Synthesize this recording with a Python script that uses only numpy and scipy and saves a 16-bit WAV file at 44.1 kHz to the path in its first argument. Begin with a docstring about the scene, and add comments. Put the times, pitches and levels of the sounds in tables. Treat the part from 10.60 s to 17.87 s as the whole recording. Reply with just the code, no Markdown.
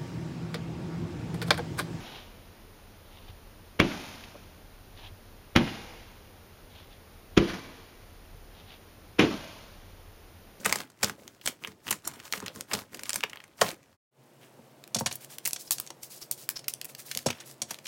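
"""Hands knead a big lump of slime in a glass bowl: trapped air pops as chirps and noisy tears, sticky skin
crackles in clouds of ringing grains, the mass slaps down in low thuds, and nails tap the glass rim.
After a fade to silence, in another quiet room, a thin plastic tub of slime is knocked on a table, then
turned and squeezed: its wall snaps in noise bursts, skin squeaks in trains of slips, fingers and lid rub
in fine grains. Late on, faint ticks join in and the tub is set down again with low knocks."""
import sys
import numpy as np
from scipy import signal
from scipy.fft import rfft, irfft
from scipy.io import wavfile
from scipy.ndimage import uniform_filter1d

SR = 44100
rng = np.random.default_rng(int(sys.argv[2]) if len(sys.argv) > 2 else 0)


def inscribe(sig):
    """Save sig as 16-bit PCM at rate SR to the path in sys.argv[1].

    A 1-D sig is mono; a 2-D sig holds one channel per row.
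    Samples are clipped to [-1, 1] before scaling.
    """
    pcm = np.round(np.clip(np.atleast_2d(sig).T, -1, 1) * 32767)
    wavfile.write(sys.argv[1], SR, pcm.astype(np.int16))


N = 320607
TIME = np.arange(N) / SR
AGE = TIME[:SR // 4]  # time since the start of a short sound, s


def from_db(db):
    """Decibels to gain."""
    return 10 ** (np.asarray(db) / 20)


def rms_one(x):
    """Scale to an rms of 1."""
    return x / np.sqrt(np.mean(x ** 2) + 1e-20)


def burst(x, db):
    """Give a short sound the energy of 5 ms at this rms level."""
    return x * from_db(db) * np.sqrt(.005 * SR / (np.sum(x ** 2) + 1e-20))


def dying(t60):
    """Exponential decay that loses 60 dB in t60 seconds."""
    return from_db(-60 * AGE / max(t60, 1e-3))


def band(x, low_hz, high_hz, order=2):
    """Butterworth band-pass."""
    high = min(high_hz, .47 * SR)
    low = min(low_hz, high / 1.1)
    sos = signal.butter(order, [low, high], "band", fs=SR, output="sos")
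    return signal.sosfilt(sos, x + 1e-18)


def ring(x, hz, t60):
    """Two-pole resonator: a unit click sets a decaying sine of height 1 ringing."""
    radius = from_db(-60 / (t60 * SR))
    angle = 2 * np.pi * min(hz, .47 * SR) / SR
    return signal.lfilter([0, np.sin(angle)], [1, -2 * radius * np.cos(angle), radius ** 2], x + 1e-18)


def chirp(start_hz, end_hz, glide_s):
    """A sine whose pitch settles from start to end."""
    pitch_hz = end_hz + (start_hz - end_hz) * np.exp(-AGE / glide_s)
    return np.sin(2 * np.pi * np.cumsum(pitch_hz) / SR)


def add(track, s, sound):
    """Mix a sound in at time s."""
    i = max(round(s * SR), 0)
    track[i:i + len(sound)] += sound[:max(N - i, 0)]


def at_random(from_s, to_s, per_s, count=200):
    """Irregular moments, each with three chance values for its size, brightness and pitch."""
    gaps = rng.gamma(2, .5, count)
    chance = np.clip(rng.standard_normal((count, 3)), -2, 2)
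    moments = from_s + np.cumsum(gaps) / per_s
    return [(s, *values) for s, values in zip(moments, chance) if s < to_s]


def pushes(starts, holds, peaks_db, rise, sag, fall, rest_db):
    """Level in dB of a series of pushes: each rises, sags while held and falls away (dB per s) to rest."""
    coarse = TIME[::64]
    age, hold = coarse - starts[:, None], holds[:, None]
    before = rise * np.minimum(age, 0)
    held = sag * np.clip(age, 0, hold)
    after = fall * np.maximum(age - hold, 0)
    loudest_db = (peaks_db[:, None] + before - held - after).max(axis=0)
    # the resting level adds as power
    level_db = 10 * np.log10(from_db(loudest_db) ** 2 + from_db(rest_db) ** 2)
    return np.interp(TIME, coarse, level_db)


def grains(per_s, low_hz, high_hz, cycles, spread_db, tilt_db, count=24):
    """Random tiny bursts of uneven size, each ringing a few cycles at its own pitch; rms 1."""
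    sizes = from_db(spread_db * np.minimum(rng.exponential(1, N), 4)) * rng.choice([-1, 1], N)
    clicks = sizes * (rng.random(N) < per_s / SR)
    dealt = rng.integers(0, count, N)  # which pitch each click rings
    cloud = np.zeros(N)
    for k, hz in enumerate(np.geomspace(low_hz, high_hz, count)):
        voice = rms_one(ring(clicks * (dealt == k), hz, cycles / hz))
        cloud += from_db(tilt_db * np.log2(hz / low_hz)) * voice  # tilt in dB per octave
    return rms_one(band(cloud, low_hz * 0.8, high_hz * 3.0))


def crack(hz, t60, width, leak_db=-20, rise=.035, uneven_db=3.5):
    """A noisy tear that runs in uneven jerks and dies quickly, strongest around one pitch."""
    swell = 1 - np.exp(-(AGE + 1 / SR) / max(rise * t60, 1e-5))
    jerks = from_db(uneven_db * rms_one(uniform_filter1d(rng.standard_normal(len(AGE)), size=24)))
    tear = rng.standard_normal(len(AGE)) * jerks * swell * dying(t60)
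    spread = max(width, 1.1)
    return band(tear, hz / spread, hz * spread) + from_db(leak_db) * tear


def struck(modes, detune=0.02):
    """The modal ring of a body; grip and contact point change its modes a little from blow to blow."""
    body = np.zeros(len(AGE))
    for k, (hz, db, t60) in enumerate(modes):
        gain = from_db(db + rng.normal(0, 1))
        pitch_hz = hz * (1 + rng.normal(0, detune))
        # neighbouring modes start in opposite directions
        body += (-1) ** k * gain * np.sin(2 * np.pi * pitch_hz * AGE) * dying(t60)
    return body


def blows(rows, modes, start_hz, end_hz, glide_s, t60, rough, lowest_hz):
    """Each blow is a falling chirp with a short clatter, plus the ring of the heavy body beneath."""
    out, swell = np.zeros(N), 1 - np.exp(-AGE / .001)
    for s, thud_db, chirp_db in rows:
        noise = rng.standard_normal(len(AGE))
        clatter = rms_one(band(noise, end_hz * 1.5, start_hz * 0.92)) * dying(t60)
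        tone = chirp(start_hz, end_hz * (1 + rng.normal(0, 0.011)), glide_s)
        contact = (tone + rough * clatter) * dying(t60)
        thud = burst(struck(modes) * swell, thud_db)
        add(out, s, thud + burst(contact * swell, chirp_db))
    return band(out, lowest_hz, 6000, order=3)


# the larger air pockets bursting; the pitches are nominal, the cavity glides down through its own:
# start_s, cavity_db, cavity_hz, crack_db, crack_hz, t60_s
POPS = [(0.0465, -39, 1900, -30.5, 6140, .028), (0.0537, -25, 1660, -32, 7040, 0.031),
        (0.059, -19, 1856, -21.5, 9000, 0.018), (0.0946, -34, 1940, -33, 6680, 0.011),
        (0.1116, -37, 1560, -43, 6120, 0.0076), (0.1254, -18.5, 2020, -18, 5850, 0.01),
        (0.1572, -34, 1500, -27.5, 7570, 0.015), (0.2025, -37.5, 1600, -38.5, 5680, 0.019),
        (0.2997, -57, 1240, -54.5, 7120, 0.021), (0.4293, -23, 1755, -18.5, 6500, 0.043),
        (0.4432, -35, 1800, -20, 5910, 0.012), (0.4965, -32, 1390, -37.5, 7020, 0.0082),
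        (0.6784, -48.5, 1920, -43, 5670, 0.0071), (0.8123, -52, 2250, -49, 4320, 0.031),
        (0.859, -47, 1680, -30, 7400, .003), (0.8624, -48, 1440, -24.5, 6560, 0.006),
        (0.8748, -25.5, 2560, -24.5, 7640, 0.011), (0.8812, -36, 2290, -32, 9400, 0.033),
        (1.0379, -39.5, 2250, -48, 4590, 0.0048), (1.0475, -30.5, 2160, -63, 5150, .011),
        (1.073, -41.5, 1620, -41.5, 6300, 0.015), (1.2683, -39, 1570, -49, 6440, .007),
        (1.2868, -32.5, 2320, -52, 6540, 0.012), (1.3073, -32.5, 2750, -21, 9800, .025),
        (1.312, -28.5, 1930, -26, 8700, 0.017), (1.3258, -30, 1885, -28.5, 7700, .02),
        (1.4535, -56, 1720, -45.5, 7500, 0.03), (1.4745, -37, 1030, -26, 10200, .02),
        (1.6002, -43.5, 2120, -46, 5560, 0.014), (1.6515, -49, 2240, -44.5, 5940, .045),
        (1.7246, -35, 2090, -26, 5300, 0.0094), (1.7358, -26.5, 1820, -36, 6610, 0.014),
        (1.8019, -43.5, 1420, -40, 6700, 0.01), (1.8398, -50, 1860, -58, 4540, 0.0062),
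        (1.861, -35.5, 2160, -37, 6750, 0.029), (1.8812, -36, 2660, -39, 4630, 0.0068),
        (1.9598, -48.5, 1680, -44, 7250, 0.007), (2.0087, -42, 2270, -32.5, 8300, 0.012),
        (2.1135, -32, 1810, -52, 7560, 0.022), (2.1337, -29, 1610, -22, 6300, 0.028),
        (2.3451, -41, 1940, -37.5, 7730, .02), (2.393, -42, 1840, -40.5, 6780, 0.014),
        (2.4341, -41.5, 2260, -34.5, 7930, 0.0084), (2.4555, -41.5, 2500, -44, 5860, .019),
        (2.4936, -35, 2400, -25.5, 7860, 0.012), (2.5046, -33.5, 2580, -29.5, 6110, 0.0035),
        (2.5318, -36, 2140, -28, 5930, 0.0056), (2.5422, -46, 2250, -30, 7040, .01),
        (2.5579, -34, 2020, -24.5, 8400, 0.014), (2.6068, -38.5, 2430, -39, 5170, 0.0069),
        (2.6309, -33.5, 1930, -51.5, 5500, 0.01), (2.636, -20.5, 2104, -33, 5160, 0.016),
        (2.6964, -47, 2560, -45.5, 6800, 0.022), (2.7323, -37.5, 1760, -55, 5900, 0.0094),
        (2.7577, -44, 1540, -54, 5680, 0.014), (2.772, -42, 2200, -67, 4080, 0.0065),
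        (2.8028, -44.5, 2350, -58, 4400, 0.0072), (2.839, -48, 1930, -51, 7130, 0.016),
        (3.013, -23.5, 2590, -25, 7000, .013), (3.0142, -17, 1136, -19, 6570, 0.042),
        (3.0896, -46, 2180, -35.5, 5140, 0.0055), (3.1132, -42.5, 2040, -43, 8220, .02)]


def slime_pops(pops, rough=0.99, crack_length=1.0, cavity_length=1.0):
    """The skin of a pocket tears with a crack, and its cavity rings with a falling pitch."""
    out = np.zeros(N)
    for s, cavity_db, cavity_hz, crack_db, crack_hz, t60 in pops:
        cavity_t60 = cavity_length * t60
        glide = chirp(1.618 * cavity_hz, 0.68 * cavity_hz, .15 * t60)
        tone = glide * (dying(cavity_t60) - dying(0.14 * t60))
        breath = crack(0.82 * cavity_hz, cavity_t60, width=1.93, leak_db=-19.5, rise=0.036)
        cavity = burst(tone, 0) + rough * burst(breath, 0)
        tear = crack(0.88 * crack_hz, crack_length * t60, width=1.616, leak_db=-7, rise=0.024)
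        add(out, s, burst(cavity, cavity_db) + burst(tear, crack_db))
    return out


# small pockets burst at random, as loud as the bubbling around them allows
SMALL_POPS_PER_S, SMALL_POP_HZ, SMALL_CRACK_HZ, SMALL_POP_T60_S = 28, 1985, 6500, .011
SMALL_CAVITY_DB, SMALL_CRACK_DB = 3, 0.5  # over the bubbling
SMALL_POP_LIMIT_DB = -42  # bubbling level above which they grow no more


def small_pops(bubble_db, spread_db=3, octaves=0.34):
    """Small pockets give way all through the kneading; same columns as POPS."""
    rows = []
    for s, size, bright, pitch in at_random(0, FADE_OUT[0][0], SMALL_POPS_PER_S):
        db = min(bubble_db[int(s * SR)], SMALL_POP_LIMIT_DB) + spread_db * size
        scale = 2 ** (octaves * pitch)
        crack_db = db + SMALL_CRACK_DB + spread_db * bright
        rows.append((s, db + SMALL_CAVITY_DB, SMALL_POP_HZ * scale,
                     crack_db, SMALL_CRACK_HZ * scale, SMALL_POP_T60_S))
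    return rows


# the hands press into the slime: start_s, hold_s, squish_db, bubbling_db, sticky_db
PRESSES = [(0.0, 0.0063, -45, -57, -48.5), (0.067, 0.14, -41, -40, -42), (0.439, 0.051, -43.5, -43, -44.5),
           (0.591, 0.18, -53.5, -62.5, -61.5), (0.865, 0.029, -47.5, -49.5, -44),
           (1.029, 0.081, -51.5, -55.5, -57.5), (1.279, 0.061, -45, -49, -43.5),
           (1.46, 0.16, -50.5, -51.5, -55.5), (1.653, 0.017, -59, -50.5, -50.5),
           (1.74, 0.031, -52, -47.5, -42.5), (1.825, 0.097, -48.5, -52, -61),
           (1.953, 0.048, -51.5, -56, -52), (2.123, 0.074, -45, -41.5, -43), (2.332, 0.11, -51, -55, -56),
           (2.462, 0.028, -55, -53, -50), (2.545, 0.038, -50.5, -50, -45), (2.65, 0.26, -57.5, -55, -64.5),
           (3.022, 0.074, -41.5, -39, -39.5)]
PRESS_RISE_DB_PER_S, PRESS_SAG_DB_PER_S = 519.5, 50.5


def press_levels():
    """Levels of squish, bubbling and sticky crackle under the presses; the heavy mass settles last."""
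    s, hold, squish_db, bubble_db, sticky_db = np.transpose(PRESSES)
    rise, sag = PRESS_RISE_DB_PER_S, PRESS_SAG_DB_PER_S
    return (pushes(s, hold, squish_db, rise, sag, fall=190, rest_db=-68),
            pushes(s, hold, bubble_db, rise, sag, fall=330, rest_db=-71),
            pushes(s, hold, sticky_db, rise, sag, fall=360, rest_db=-77.5))


def kneading(squish_db, bubble_db, sticky_db):
    """The mass squishes, small bubbles burst inside it, and its skin unsticks from the fingers."""
    squish = grains(900, 90.4, 533, cycles=13, spread_db=4.0, tilt_db=3.0)
    bubbles = grains(750, 650, 3800, cycles=8.4, spread_db=2.0, tilt_db=-1.2)
    sticky = grains(2200, 4200, 18000, cycles=6, spread_db=-0.5, tilt_db=1.5)
    return from_db(squish_db) * squish + from_db(bubble_db) * bubbles + from_db(sticky_db) * sticky


# slime pressed against the bowl: start_s, thud_db, plop_db
SLAPS = [(0.060, -29, -26.5), (0.126, -43, -40), (0.157, -43, -34.5), (0.432, -27, -25), (0.497, -40, -42),
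         (0.876, -53, -34), (1.074, -39, -67), (1.31, -39.5, -44), (1.736, -46.5, -36.5), (1.77, -39, -56),
         (1.826, -35, -42), (1.96, -39, -52), (2.137, -30, -32), (2.638, -45, -32.5), (3.0155, -28, -12),
         (3.034, -32.5, -43)]
# modes of the bowl full of slime: pitch_hz, level_db, t60_s
BOWL = [(87, -8, 0.27), (117, -8, 0.17), (166.3, -6.5, 0.22), (198.7, 1.5, 0.18), (246, -8.5, 0.11),
        (434, -0.5, 0.17), (1034, -7.5, 0.1), (1400, -13, 0.14)]


def slaps():
    """The mass thuds on the full bowl, and air trapped under it leaves with a hollow plop."""
    return blows(SLAPS, BOWL, start_hz=1500, end_hz=432.0, glide_s=.0013, t60=0.039, rough=1.0, lowest_hz=62)


# fingernails touching the rim of the bowl: start_s, level_db
NAILS = [(1.45, -41), (1.463, -48), (1.472, -36), (1.537, -50)]
# modes of the glass rim: pitch_hz, level_db, t60_s
RIM = [(2930, -9, 0.067), (4200, -5, 0.092), (5540, 4, 0.054), (7200, 4, 0.073), (8600, -2, 0.1),
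       (10500, 0, 0.068)]


def rim_taps():
    """Nails make the glass ring; the slime inside damps it quickly."""
    out = np.zeros(N)
    for s, db in NAILS:
        add(out, s, burst(struck(RIM, detune=0.0088), db))
    return out


# snaps and taps of the plastic tub, with nominal levels and decays:
# start_s, wall_db, wall_hz, crack_db, crack_hz, t60_s
SNAPS = [(4.2393, -46.5, 2700, -49, 8550, 0.0056), (4.2765, -54, 2790, -49, 9240, 0.0068),
         (4.346, -38, 2060, -20, 5800, 0.032), (4.3645, -39, 2690, -30, 5850, 0.038),
         (4.3866, -45, 2230, -27, 5600, 0.047), (4.399, -55, 2400, -32, 13500, .02),
         (4.4065, -50, 1040, -38, 7100, 0.037), (4.4605, -25.5, 2300, -21.5, 5400, 0.044),
         (4.5122, -34.5, 3040, -42, 6370, 0.027), (4.5259, -49, 2670, -33, 6560, 0.012),
         (4.555, -67, 2400, -32.5, 13100, 0.021), (4.6448, -52, 1870, -42.5, 10250, 0.021),
         (4.7838, -42, 2400, -36, 8600, 0.0077), (4.8527, -40, 2740, -30, 6720, 0.0032),
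         (4.8568, -36, 2760, -22, 8100, 0.0012), (4.8608, -31, 2650, -29, 8630, .007),
         (4.874, -39, 1450, -21.5, 11700, 0.018), (4.9088, -44, 2540, -37, 6680, .006),
         (4.9318, -44, 2060, -24, 7040, 0.0096), (4.9607, -40.5, 2070, -33.5, 5100, 0.028),
         (5.1081, -33, 1880, -17, 7950, 0.011), (5.1828, -44, 2460, -33, 6130, 0.016),
         (5.1993, -39, 2450, -25, 11700, 0.0097), (5.2651, -56, 1710, -45, 5770, 0.0099),
         (5.2738, -57, 1960, -41, 5440, 0.012), (5.3034, -44, 1810, -39, 5500, 0.016),
         (5.4304, -49, 2870, -36.5, 7900, 0.04), (5.7118, -52, 2100, -21.5, 9600, 0.014),
         (5.89, -30.5, 2290, -21.5, 10800, .006), (5.9916, -60, 2650, -41, 5440, .019),
         (6.042, -49.5, 2960, -50, 5600, .02), (6.0815, -30, 2840, -22, 11400, 0.015),
         (6.1376, -58, 2920, -30, 6700, 0.0049), (6.2136, -37.5, 2930, -33.5, 7000, 0.011),
         (6.245, -47, 2140, -35, 13000, 0.014), (6.252, -47.5, 2640, -34, 12800, 0.013),
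         (6.3492, -42, 3030, -44, 8950, 0.0093), (6.5129, -30.5, 3120, -33.5, 8600, 0.026),
         (6.5496, -39, 3200, -32.5, 6900, 0.0076), (6.5731, -33.5, 3140, -25.5, 7200, .011),
         (6.589, -41, 2860, -40, 7800, 0.0068), (6.6603, -40, 1040, -31, 6000, 0.016),
         (6.665, -45, 950, -22, 5200, 0.036), (6.683, -33, 1670, -36, 5500, 0.039),
         (6.7022, -28.5, 2020, -31.5, 5000, .036), (6.728, -41, 1900, -51, 5000, .014),
         (6.8017, -46, 1960, -40, 5100, 0.051), (7.0178, -41, 2480, -24, 5540, 0.038),
         (7.107, -37, 1600, -30, 7000, 0.034), (7.1437, -48, 2800, -42, 5960, 0.0048),
         (7.1865, -46.5, 2740, -49, 6600, 0.012), (7.2547, -39, 2750, -46, 6520, 0.037),
         (7.2674, -37, 2710, -36, 6360, 0.021)]
# modes of the tub's shell: pitch_hz, level_db, t60_s
TUB = [(560, -11, 0.035), (724, -4, 0.11), (1060, -10, 0.062), (1550, -39, .08), (2440, -2, 0.03),
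       (3495, -2.5, 0.052), (3970, -21, .06), (4536, 8.5, 0.038), (5300, 9, 0.01), (5600, 15, 0.021),
       (6560, 11, 0.026), (7360, -26, 0.037)]
# the peel's hiss grows steeply with the snap: PEEL_DB at a hard snap, PEEL_GROWTH dB per dB around it
HARD_SNAP_DB, PEEL_DB, PEEL_GROWTH = -19.5, -24, 3.2
PEEL_DELAY_S, PEEL_HZ, PEEL_T60_S = 0.0074, 9300, .064


def tub_snaps(snaps, shell_db=-4, wall_length=0.92, crack_length=0.94, puff_db=-24, puff_hz=500):
    """The wall buckles with a snap and a puff of air, then slime peels off; long, dull ones ring the shell."""
    out = np.zeros(N)
    for s, wall_db, wall_hz, crack_db, crack_hz, t60 in snaps:
        # 1 for a long, dull contact, near 0 for a short, bright one
        coupling = min(t60 / 0.02, 1) * min(6000 / crack_hz, 1) ** 2
        buckle = crack(wall_hz, wall_length * t60, width=1.84, leak_db=-19.0, rise=0.1)
        wall = burst(buckle, wall_db)
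        tear = crack(crack_hz, crack_length * t60, width=1.85, leak_db=-14.5, rise=0.085)
        snap = burst(tear, crack_db - 3 * coupling)
        click = 1.0 * (AGE == 0)
        puff = burst(band(click, 36, puff_hz, order=1), crack_db + puff_db)
        shell = coupling * burst(struck(TUB, detune=.014), crack_db + shell_db)
        hiss = crack(PEEL_HZ, PEEL_T60_S, width=2.46, leak_db=-15.5, rise=0.052)
        peel = (1 - coupling) * burst(hiss, PEEL_DB + PEEL_GROWTH * (crack_db - HARD_SNAP_DB))
        add(out, s, wall + snap + puff + shell)
        add(out, s + PEEL_DELAY_S, peel)
    return out


# faint ticks come at random while the grip slides; their levels are over the hiss of the rubbing
HANDLED_FROM_S, TICKS_PER_S, TICK_WALL_DB, TICK_CRACK_DB = 6.5, 26, -6, 2
TICK_WALL_HZ, TICK_HZ, TICK_T60_S = 2400, 6400, 0.0072


def ticks(hiss_db, spread_db=3, octaves=0.36):
    """The tub ticks faintly as the grip shifts; same columns as SNAPS."""
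    rows = []
    for s, size, bright, pitch in at_random(HANDLED_FROM_S, TIME[-1], TICKS_PER_S):
        db, scale = hiss_db[int(s * SR)], 2 ** (octaves * pitch)
        wall_db = db + TICK_WALL_DB + spread_db * size
        crack_db = db + TICK_CRACK_DB + spread_db * bright
        rows.append((s, wall_db, TICK_WALL_HZ * scale, crack_db, TICK_HZ * scale, TICK_T60_S))
    return rows


# tub meeting the table: start_s, thud_db, knock_db
KNOCKS = [(3.99, -45, -55), (4.358, -26.5, -32), (4.409, -25, -28), (4.461, -32, -36), (4.512, -46, -40.5),
          (5.109, -74, -64), (5.304, -84, -43), (6.561, -39, -59), (6.661, -20, -24), (6.666, -48, -30),
          (6.702, -36.5, -34), (7.02, -40, -50), (7.109, -43.5, -41.5)]
# modes of the table top: pitch_hz, level_db, t60_s
TABLE = [(97, -14.5, 0.22), (128.5, -6, 0.15), (164, -4.5, 0.077), (232.4, -3.5, 0.14), (357, -27, 0.074),
         (525, 1.5, 0.053), (660, -30, 0.046)]


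def knocks():
    """The table top thuds; its bending waves carry the highs ahead of the lows, heard as a falling chirp."""
    return blows(KNOCKS, TABLE, start_hz=1117, end_hz=152, glide_s=0.0091, t60=0.062, rough=1.0,
                 lowest_hz=82.6)


# fingers and lid slide over the tub: start_s, length_s, scrape_db, hiss_db
STROKES = [(3.813, 0.052, -60, -63.5), (4.514, 0.027, -54, -47), (4.611, 0.032, -59, -51),
           (4.705, 0.039, -54.5, -48.5), (4.844, 0.089, -66, -55), (5, 0.013, -70, -43),
           (5.052, 0.032, -77, -52), (5.132, .03, -68, -48), (5.23, 0.053, -63, -59),
           (5.432, 0.019, -67, -45.5), (5.508, 0.073, -63, -46.5), (5.617, 0.0087, -57, -45),
           (5.779, .06, -62, -48), (5.967, 0.0092, -53.5, -52), (6.292, 0.008, -55, -49),
           (6.391, 0.011, -55, -43.5), (6.461, 0.16, -56.5, -47.5), (6.748, 0.083, -54, -62),
           (6.861, 0.058, -62, -50.5), (7.092, 0.056, -53.5, -55), (7.256, .02, -58, -49.5)]
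STROKE_RISE_DB_PER_S, STROKE_SAG_DB_PER_S = 1100, 38


def stroke_levels():
    """Levels of scrape and hiss under the sliding fingers and lid."""
    s, length, scrape_db, hiss_db = np.transpose(STROKES)
    rise, sag = STROKE_RISE_DB_PER_S, STROKE_SAG_DB_PER_S
    return (pushes(s, length, scrape_db, rise, sag, fall=570, rest_db=-73.5),
            pushes(s, length, hiss_db, rise, sag, fall=450, rest_db=-68.5))


def rubbing(scrape_db, hiss_db):
    """Skin and lid stick and slip over the plastic in very many tiny steps."""
    scrape = grains(1300, 580, 3480, cycles=9.1, spread_db=2.0, tilt_db=5.4)
    hiss = grains(4500, 3960, 15800, cycles=9.4, spread_db=1.0, tilt_db=2.3)
    return from_db(scrape_db) * scrape + from_db(hiss_db) * hiss


# a thumb squeaking over the tub: start_s, length_s, level_db, slips_per_s (average before jitter)
SQUEAKS = [(5.07, 0.011, -45, 830), (5.613, 0.018, -38.5, 980), (5.955, 0.02, -31, 500)]


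def squeaks(wall_hz=5300, wall_t60=0.0046, overtone=0.18):
    """Skin sticks and slips in a quick, growing train; each slip rings the wall."""
    out = np.zeros(N)
    for s, length, db, per_s in SQUEAKS:
        turns = np.cumsum(per_s * (1 + 1.6 * rng.standard_normal(len(AGE)))) / SR
        # one slip each time the jittery count passes a whole number
        steps = np.diff(np.maximum.accumulate(np.floor(turns)), prepend=0)
        slips = steps * (AGE < length) * (.3 + AGE / length)
        wall = ring(slips, wall_hz, wall_t60) + overtone * ring(slips, 2.1 * wall_hz, wall_t60 / 2)
        add(out, s, burst(wall, db))
    return out


def room(x, delay_s, early_t60, early_db, late_t60, late_db, top_hz):
    """Near walls answer in a quick bright cluster; a duller tail rings on longer."""
    early, late = rng.standard_normal((2, len(AGE)))
    cluster = band(early * dying(early_t60), 300, 11000, order=1)
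    tail = band(late * dying(late_t60), 120, top_hz, order=1)
    echoes = (from_db(early_db) * cluster / np.linalg.norm(cluster)
              + from_db(late_db) * tail / np.linalg.norm(tail))
    delayed = np.pad(echoes, (max(round(delay_s * SR), 0), 0))
    return x + signal.fftconvolve(x, delayed)[:N]


# background air of the two rooms, relative spectrum: pitch_hz, level_db (per Hz)
BOWL_AIR = [(18, -47), (30, -17), (95, 5), (364, -4.5), (437, -2), (866, -7.5), (2060, -14), (3060, -18.5),
            (5040, -16), (14800, -24.5), (16000, -29)]
TUB_AIR = [(18, -62), (30, -41), (95, -20.5), (134, 2), (179, -15.5), (210, -8), (295, -11), (355, -5.5),
           (394, -11.5), (569, -9), (1100, -19), (1720, -24), (2830, -27), (3770, -31), (16000, -48)]
BOWL_AIR_DB, TUB_AIR_DB = -66.5, -57  # rms


def air(spectrum, db):
    """Steady room noise, coloured by a spectrum drawn over log frequency."""
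    hz, level_db = np.transpose(spectrum)
    bins_hz = np.fft.rfftfreq(N, 1 / SR)
    colour = from_db(np.interp(np.log(bins_hz + 1), np.log(hz), level_db))
    return from_db(db) * rms_one(irfft(rfft(rng.standard_normal(N)) * colour, N))


def fade(rows):
    """Straight gain ramps between points, sample by sample."""
    s, gain = np.transpose(rows)
    return np.interp(TIME, s, gain)


# fades of the bowl and of the tub: time_s, gain (plain factor)
FADE_OUT = [(3.33, 1), (3.37, 0)]
FADE_IN = [(3.51, 0), (3.64, .8), (3.95, 1)]


def scene():
    """The bowl fades out, the tub fades in; each sounds in its own room."""
    squish_db, bubble_db, sticky_db = press_levels()
    pops = slime_pops(POPS + small_pops(bubble_db))
    slime = pops + kneading(squish_db, bubble_db, sticky_db) + rim_taps() + slaps()
    scrape_db, hiss_db = stroke_levels()
    snaps = tub_snaps(SNAPS + ticks(hiss_db))
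    tub = snaps + rubbing(scrape_db, hiss_db) + squeaks() + knocks()
    first = room(slime, delay_s=0.0022, early_t60=0.067, early_db=-18.5,
                 late_t60=0.15, late_db=-17.5, top_hz=7000) + air(BOWL_AIR, BOWL_AIR_DB)
    second = room(tub, delay_s=.0062, early_t60=0.089, early_db=-17,
                  late_t60=0.31, late_db=-21.5, top_hz=9100) + air(TUB_AIR, TUB_AIR_DB)
    return np.array([first * fade(FADE_OUT) + second * fade(FADE_IN)])


CUTOFF_HZ = 16300


def record(dry, top=0.36):
    """Peaks are rounded off softly and everything above the cutoff is removed."""
    rounded = top * np.tanh(dry / top)
    return signal.sosfilt(signal.ellip(10, .1, 80, CUTOFF_HZ, fs=SR, output="sos"), rounded)


dry = scene()
out = record(dry)
inscribe(out)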